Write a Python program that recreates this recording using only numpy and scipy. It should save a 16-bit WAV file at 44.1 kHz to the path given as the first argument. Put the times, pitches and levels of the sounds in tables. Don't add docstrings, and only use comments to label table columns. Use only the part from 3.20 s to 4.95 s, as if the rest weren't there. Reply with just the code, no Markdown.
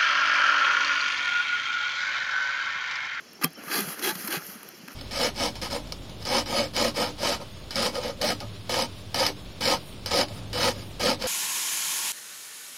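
import sys
import numpy as np
from scipy import signal
from scipy.fft import rfft, irfft, next_fast_len
from scipy.io import wavfile
from scipy.ndimage import uniform_filter1d, map_coordinates

SR = 44100
rng = np.random.default_rng(int(sys.argv[2]) if len(sys.argv) > 2 else 0)


def level_to_linear(level):
    exponent = np.asarray(level, float) / 20
    return 10 ** exponent


def master_out(mix):
    frames = np.transpose(np.atleast_2d(mix))
    ceiling = np.clip(frames, -1, 1)
    pcm = np.round(ceiling * 32767).astype(np.int16)
    wavfile.write(sys.argv[1], SR, pcm)


N = 77175
T = np.arange(N) / SR


def unit(x):
    return x / np.sqrt(np.mean(x ** 2) + 1e-20)


def gain(points):
    hz_points, db_points = np.transpose(points)
    return lambda hz: level_to_linear(np.interp(np.log(hz + 1), np.log(hz_points), db_points))


def filtered(x, response):
    size = next_fast_len(N + 8192)
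    return irfft(rfft(x, size) * response(np.fft.rfftfreq(size, 1 / SR)), size)[:N]


def wobble(rate):
    return map_coordinates(rng.standard_normal(N // 100), [T * rate])


def patchy(depth_db):
    z = signal.stft(rng.standard_normal(N), nperseg=256)[2]
    field = uniform_filter1d(rng.standard_normal(z.shape), size=5, axis=0)
    field = uniform_filter1d(field, size=8, axis=1)
    return signal.istft(z * level_to_linear(depth_db * unit(field)), nperseg=256)[1][:N]


def split(x):
    low = filtered(x, lambda hz: 1 / (1 + (hz / 3060) ** 4))
    return low, x - low


def swell(start, up, hold, down, curve):
    ramp = np.interp(T, np.cumsum([start, up, hold, down]), [0, 1, 1, 0])
    return np.sin(np.pi / 2 * ramp) ** curve


def glide(start, length, first_hz, last_hz, db, waver):
    u = np.clip((T - start) / length, 0, 1)
    hz = (first_hz + (last_hz - first_hz) * u) * (1 + waver * wobble(250))
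    level = level_to_linear(db + 3 + 1.8 * wobble(100))
    return level * np.sin(np.pi * u) ** .7 * np.sin(2 * np.pi * np.cumsum(hz) / SR)


def ring(start, hz, t60, rise):
    t = np.maximum(T - start, 0)
    return level_to_linear(-60 * t / t60) * (1 - np.exp(-t / rise)) * np.sin(2 * np.pi * hz * (T - start))


def burst(start, rise):
    u = np.maximum(T - start, 0) / rise
    return u * np.exp(1 - u)


# frequency in Hz, level in dB per Hz.
YARD_SPECTRUM = [(60, -7), (110, -7), (200, 1.5), (450, -4.5), (1000, -13), (1300, -9), (6000, -12.5),
                 (11000, -24.5)]


def leaves():
    level = level_to_linear(-49 + 0.9 * wobble(2.2))
    rustle = level * unit(filtered(patchy(0.67), gain(YARD_SPECTRUM)))
    hiss = level_to_linear(-84) * rng.standard_normal(N)
    return rustle + hiss


# start in seconds, peak in dB, level of the dull part in dB, rise in seconds.
TICKS = [(0.0074, -48, -10, 0.0014), (0.1306, -42.5, -30, 0.002), (0.213, -42, 12, 0.0013),
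         (0.2255, -27, 6, 0.0006), (0.2348, -22, 1, 0.0021), (0.24, -22, 5, 0.0012),
         (0.2432, -10, -2.5, 0.0012), (0.2502, -24, -13, 0.0024), (0.277, -41, -22, 0.001),
         (0.3047, -43, -8, 0.00086), (0.331, -41, -18, 0.0017), (0.391, -47, -10, 0.00077),
         (0.437, -32, 1.5, 0.00064), (0.511, -30, 4.5, .0025), (0.562, -26, 8, 0.00093),
         (0.6063, -14, -13, 0.00062), (0.6882, -27, 3, 0.00061), (0.792, -29.5, 3, 0.0022),
         (0.9522, -30.5, 5, 0.002), (1.0475, -28, -4, 0.0015), (1.0739, -18.5, -7, 0.0012),
         (1.078, -32, 6, 0.0025), (1.109, -20, -16, 0.00075), (1.1257, -27, 10, 0.00044),
         (1.2662, -25.5, -11, 0.00077), (1.431, -31, -3, 0.00082), (1.4473, -40, -2, 0.00078),
         (1.488, -37, 2, 0.00093), (1.678, -39, 3, 0.0017), (1.6834, -36, 6, 0.0006),
         (1.718, -41, -2, 0.00083), (1.729, -37.5, -3, 0.0013), (1.738, -38, -13, 0.0012)]


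def ticks():
    bright = unit(filtered(rng.standard_normal(N), lambda hz: hz > 7500))
    dull = unit(filtered(rng.standard_normal(N), lambda hz: (hz > 900) * (hz < 7500) / (1 + hz / 2500)))
    out = np.zeros(N)
    for start, db, dull_db, rise in TICKS:
        out += level_to_linear(db - 4.5) * burst(start, rise) * (bright + level_to_linear(dull_db - 4.5) * dull)
    return out


# start in seconds, level in dB.
CHIRPS = [(.082, -53), (.315, -54), (.549, -53), (.782, -53), (1.012, -54), (1.226, -55), (1.478, -56),
          (1.709, -55)]
CRICKET_HZ, CRICKET_SAG_HZ, CRICKET_WAVER = 5400, 160, .04
PULSE_S, PULSE_GAP_S = .021, .0325


def cricket():
    rasp = unit(filtered(rng.standard_normal(N),
                         lambda hz: np.exp(-((hz / CRICKET_HZ - 1) / CRICKET_WAVER) ** 2)))
    uneven = rng.normal(0, 1.5, (len(CHIRPS), 3))
    first_hz, last_hz = CRICKET_HZ + CRICKET_SAG_HZ / 2, CRICKET_HZ - CRICKET_SAG_HZ / 2
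    out = np.zeros(N)
    for (chirp_start, chirp_db), pulses in zip(CHIRPS, uneven):
        for k, uneven_db in enumerate(pulses):
            start, db = chirp_start + k * PULSE_GAP_S, chirp_db + uneven_db
            out += 0.88 * level_to_linear(db) * rasp * swell(start, PULSE_S / 2, 0, PULSE_S / 2, 0.79)
            out += glide(start, PULSE_S, first_hz, last_hz, db - 4, .01)
    return out


# start in seconds, length in seconds, first and last frequency in Hz, level in dB.
BIRD_NOTES = [(.356, .034, 3110, 3060, -52), (.382, .022, 3080, 2750, -55), (.398, .025, 2800, 2450, -57),
              (1.462, .034, 6200, 5100, -57), (1.5, .02, 6250, 5750, -59), (1.533, .022, 6250, 5750, -58),
              (1.598, .035, 3150, 2550, -59), (1.65, .03, 2700, 2350, -60), (1.702, .016, 2800, 3250, -59),
              (.168, .022, 5650, 5850, -61), (.19, .022, 5950, 6150, -60), (1.443, .016, 5600, 5300, -57)]


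def birds():
    return sum(glide(*row, waver=.01) for row in BIRD_NOTES)


# time in seconds, peak in dB, pitch in Hz.
THUMPS = [(0.239, -18.5, 249), (0.469, -36.5, 170), (0.583, -24.5, 232), (0.673, -27.5, 171),
          (0.795, -33, 300), (0.863, -23.5, 372), (0.923, -31.5, 187), (0.955, -27.5, 183),
          (1.043, -28.5, 220), (1.085, -28, 318), (1.168, -24, 166), (1.286, -35.5, 199), (1.353, -36, 217),
          (1.535, -44, 353), (1.633, -33.5, 185), (1.679, -36, 266)]
# time in seconds, peak in
# dB, # frequency in Hz, T60 in seconds.
CLAP = [
    (.243, -18, 165, 0.11),
    (.2455, -12, 444, 0.023),
    (0.19, -37, 380, 0.06),
    (.242, -20.5, 1180, 0.063),
    (0.19, -26, 830, 0.01),
    (0.26, -25.5, 765, 0.041),
    (.61, -29, 190, 0.14),
    (.645, -32.5, 150, 0.092),
        (.2335, -15, 2600, .02),
    (.2455, -25, 3200, .07),
    (.236, -23, 5200, .015),
    (.2415, -21, 4500, .014),
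]
THUMP_T60_S, THUMP_RISE_S, THUMP_DB = 0.056, 0.0054, 5.5


def thumps():
    contacts = [(start, db + THUMP_DB, hz, THUMP_T60_S) for start, db, hz in THUMPS]
    return sum(level_to_linear(db) * ring(start, hz, t60, THUMP_RISE_S) for start, db, hz, t60 in contacts + CLAP)


# start, rise, hold and fall in seconds, level in dB.
STROKES = [
    (0.46, 0.1, 0.017, 0.094, -25.5),
    (0.801, 0.046, 0.042, 0.056, -25.5),
    (1.082, 0.042, 0.025, 0.06, -27.5),
]
# start, rise, hold and fall in seconds, level in dB.
SCRAPE = [
    (.211, 0.0066, 0.027, 0.051, -31),
]
STROKE_TOP_DB = [0, 0.5, -1.5]
STROKE_MID_DB = [3, 2, 3]
STROKE_MID_HZ = [4500, 3270, 2860]
# frequency in Hz, level in dB per Hz.
JET_SPECTRUM = [(110, -36), (170, -11), (420, -8), (620, -27), (1050, -11.5), (1250, -10), (6000, -14),
                (15000, -12)]
# frequency in Hz, width in Hz, level in dB.
POT_MODES = [(332, 66, 0), (838, 95, 0), (1223, 73, -3), (1616, 97, 5), (2023, 130, -6.5), (2535, 44, 2),
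             (3306, 220, -8.5), (4020, 520, -1), (4760, 51, -9.5)]
STROKE_CURVE, BRIGHT_CURVE = 2.2, 2.2 * 1.25
SPIT_PER_S, SPIT_DB, SPIT_SPREAD_DB = 900, -5, 5
MID_OCTAVES, POT_DB = 0.23, -2.5


def pot_response(f):
    return sum((-1) ** k * level_to_linear(db) * 1j * f * width / (hz * hz - f * f + 1j * f * width)
               for k, (hz, width, db) in enumerate(POT_MODES))


def blast():
    spit = rng.random(N) < SPIT_PER_S / SR
    spit = spit * level_to_linear(SPIT_SPREAD_DB * np.clip(rng.standard_normal(N), -2, 2))
    spit = spit * rng.choice([-1, 1], N)
    air = unit(patchy(2.24)) + level_to_linear(SPIT_DB) * unit(spit)
    jet = unit(filtered(air, gain(JET_SPECTRUM))) + level_to_linear(POT_DB) * unit(filtered(air, pot_response))
    jet = level_to_linear(0.91 * wobble(45.8) + 0.75 * wobble(200)) * unit(jet)
    low, high = split(jet)
    out = np.zeros(N)
    for (*times, db), top_db, mid_db, mid_hz in zip(STROKES, STROKE_TOP_DB, STROKE_MID_DB, STROKE_MID_HZ):
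        mid = filtered(jet, lambda hz: np.exp(-(np.log2((hz + 1) / mid_hz) / MID_OCTAVES) ** 2))
        bright = level_to_linear(top_db) * high + (level_to_linear(mid_db) - 1) * mid
        out += level_to_linear(db) * (swell(*times, STROKE_CURVE) * low + swell(*times, BRIGHT_CURVE) * bright)
    for *times, db in SCRAPE:
        out += level_to_linear(db) * swell(*times, STROKE_CURVE) * (low + level_to_linear(-9.0) * high)
    return out


# time in seconds, peak in dB, tilt in dB per octave.
KNOCKS = [(0.214, -32, 3), (0.219, -39, 0.5), (0.226, -18, -6), (0.2376, -31, 11), (0.2439, -18, 9),
          (0.4803, -23, -5), (0.518, -16.5, -2), (0.9555, -29, -5), (1.1644, -30, -1), (1.681, -27, 0)]
# frequency in Hz, level in dB, T60 in seconds.
TIN_MODES = [(1220, -4, .035), (1620, -4, .03), (2580, -1, .02), (3200, -14, .03), (4300, -7, .012),
             (5400, -3, .012)]
KNOCK_DB, KNOCK_RISE_S = -6, .0018


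def knocks():
    out = np.zeros(N)
    pivot_hz = TIN_MODES[1][0]
    for start, db, tilt_db in KNOCKS:
        for hz, mode_db, t60 in TIN_MODES:
            level_db = db + mode_db + rng.normal(0, 1.5) + KNOCK_DB + tilt_db * np.log2(hz / pivot_hz)
            out += level_to_linear(level_db) * ring(start, hz, t60, KNOCK_RISE_S)
    return out


# start in seconds, peak in dB, rise in seconds.
SNAPS = [
    (.2437, -12, .0007),
    (1.4308, -32, .0007),
    (1.4882, -30, .0009),
]
# frequency in Hz, level in dB.
SNAP_TONES = [(12900, 0), (14300, -3), (10400, -14)]


def snaps():
    thin = 0.77 * unit(filtered(rng.standard_normal(N), lambda hz: hz > 11800))
    thin = thin + sum(level_to_linear(db) * np.sin(2 * np.pi * hz * T) for hz, db in SNAP_TONES)
    return thin * sum(level_to_linear(db - 9) * burst(start, rise) for start, db, rise in SNAPS)


# peak time, rise and fall in seconds, level in dB, level of the top in dB.
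SIGHS = [(.4, 0.046, 0.078, -38, -13), (0.491, 0.075, 0.076, -38, -3), (0.704, 0.16, 0.081, -34, 0.5),
         (0.794, 0.035, 0.042, -35.5, -5), (.97, 0.17, 0.06, -38.5, 0.5), (1.05, 0.087, 0.08, -36, 1.5),
         (1.198, 0.039, 0.045, -44, -10), (1.289, 0.13, 0.091, -49.5, 7.5), (1.438, 0.38, 0.13, -46, -4.5),
         (1.58, 0.058, 0.021, -59, 8.5), (1.64, .06, .05, -64, 8), (1.719, 0.038, 0.018, -41.5, -7.5)]
# frequency in Hz, level in dB per Hz.
VALVE_SPECTRUM = [(110, -13), (190, -3), (400, -4), (1080, -12), (1220, -2), (3000, -13), (7000, -13),
                  (15000, -9)]
# start and length in seconds, first and last frequency in
# Hz, level in dB.
WHISTLES = [(.85, .085, 810, 895, -38), (.865, .06, 1620, 1760, -39), (1.115, .025, 3150, 2900, -42),
            (.815, .11, 385, 320, -37), (.57, .075, 245, 185, -38), (1.1, .06, 330, 365, -41)]
# start and length in seconds, first and last frequency in Hz, level in dB.
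LEAKS = [(1.285, .04, 13450, 12950, -51), (1.315, .03, 13050, 11500, -51), (1.335, .03, 11700, 10050, -53),
         (1.357, .032, 10400, 8850, -54), (1.24, .03, 13150, 12900, -54), (1.366, .018, 11450, 11300, -60),
         (1.39, .014, 11450, 11450, -59), (1.41, .014, 11450, 11450, -60)]


def valve():
    flutter = level_to_linear(0.66 * wobble(39.3))
    low, high = split(flutter * unit(filtered(patchy(1.8), gain(VALVE_SPECTRUM))))
    out = np.zeros(N)
    for peak, up, down, db, top_db in SIGHS:
        out += level_to_linear(db) * swell(peak - up, up, 0, down, 1.3) * (low + level_to_linear(top_db) * high)
    out += sum(glide(*row, waver=.01) for row in WHISTLES)
    return out + sum(glide(*row, waver=.006) for row in LEAKS)


def scene():
    smoker = blast() + valve() + thumps() + ticks() + knocks()
    surroundings = leaves() + cricket() + birds()
    return (smoker + surroundings + snaps())[None]


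# frequency in Hz, level in dB.
MIC_COLOUR = [(6500, 1), (7600, -4.5), (8500, -11), (10300, 4), (11600, 0), (12900, 6), (13600, -1.5),
              (15500, -13)]
# frequency in Hz, width in Hz.
MIC_NOTCHES = [(3660, 336), (3715, 200), (7845, 540), (11715, 450)]


def microphone(f):
    notches = np.prod([(hz * hz - f * f) / (hz * hz - f * f + 1j * f * width) for hz, width in MIC_NOTCHES],
                      axis=0)
    low_cut = (1j * f / (75 + 1j * f)) ** 4
    return gain(MIC_COLOUR)(f) * notches * low_cut * (f < 15750)


def low_pass(x):
    return signal.sosfilt(signal.butter(12, 15810, fs=SR, output="sos"), x)


def record(dry):
    mix = filtered(dry[0], microphone)[None]
    return low_pass(mix)


dry = scene()
out = record(dry)
master_out(out)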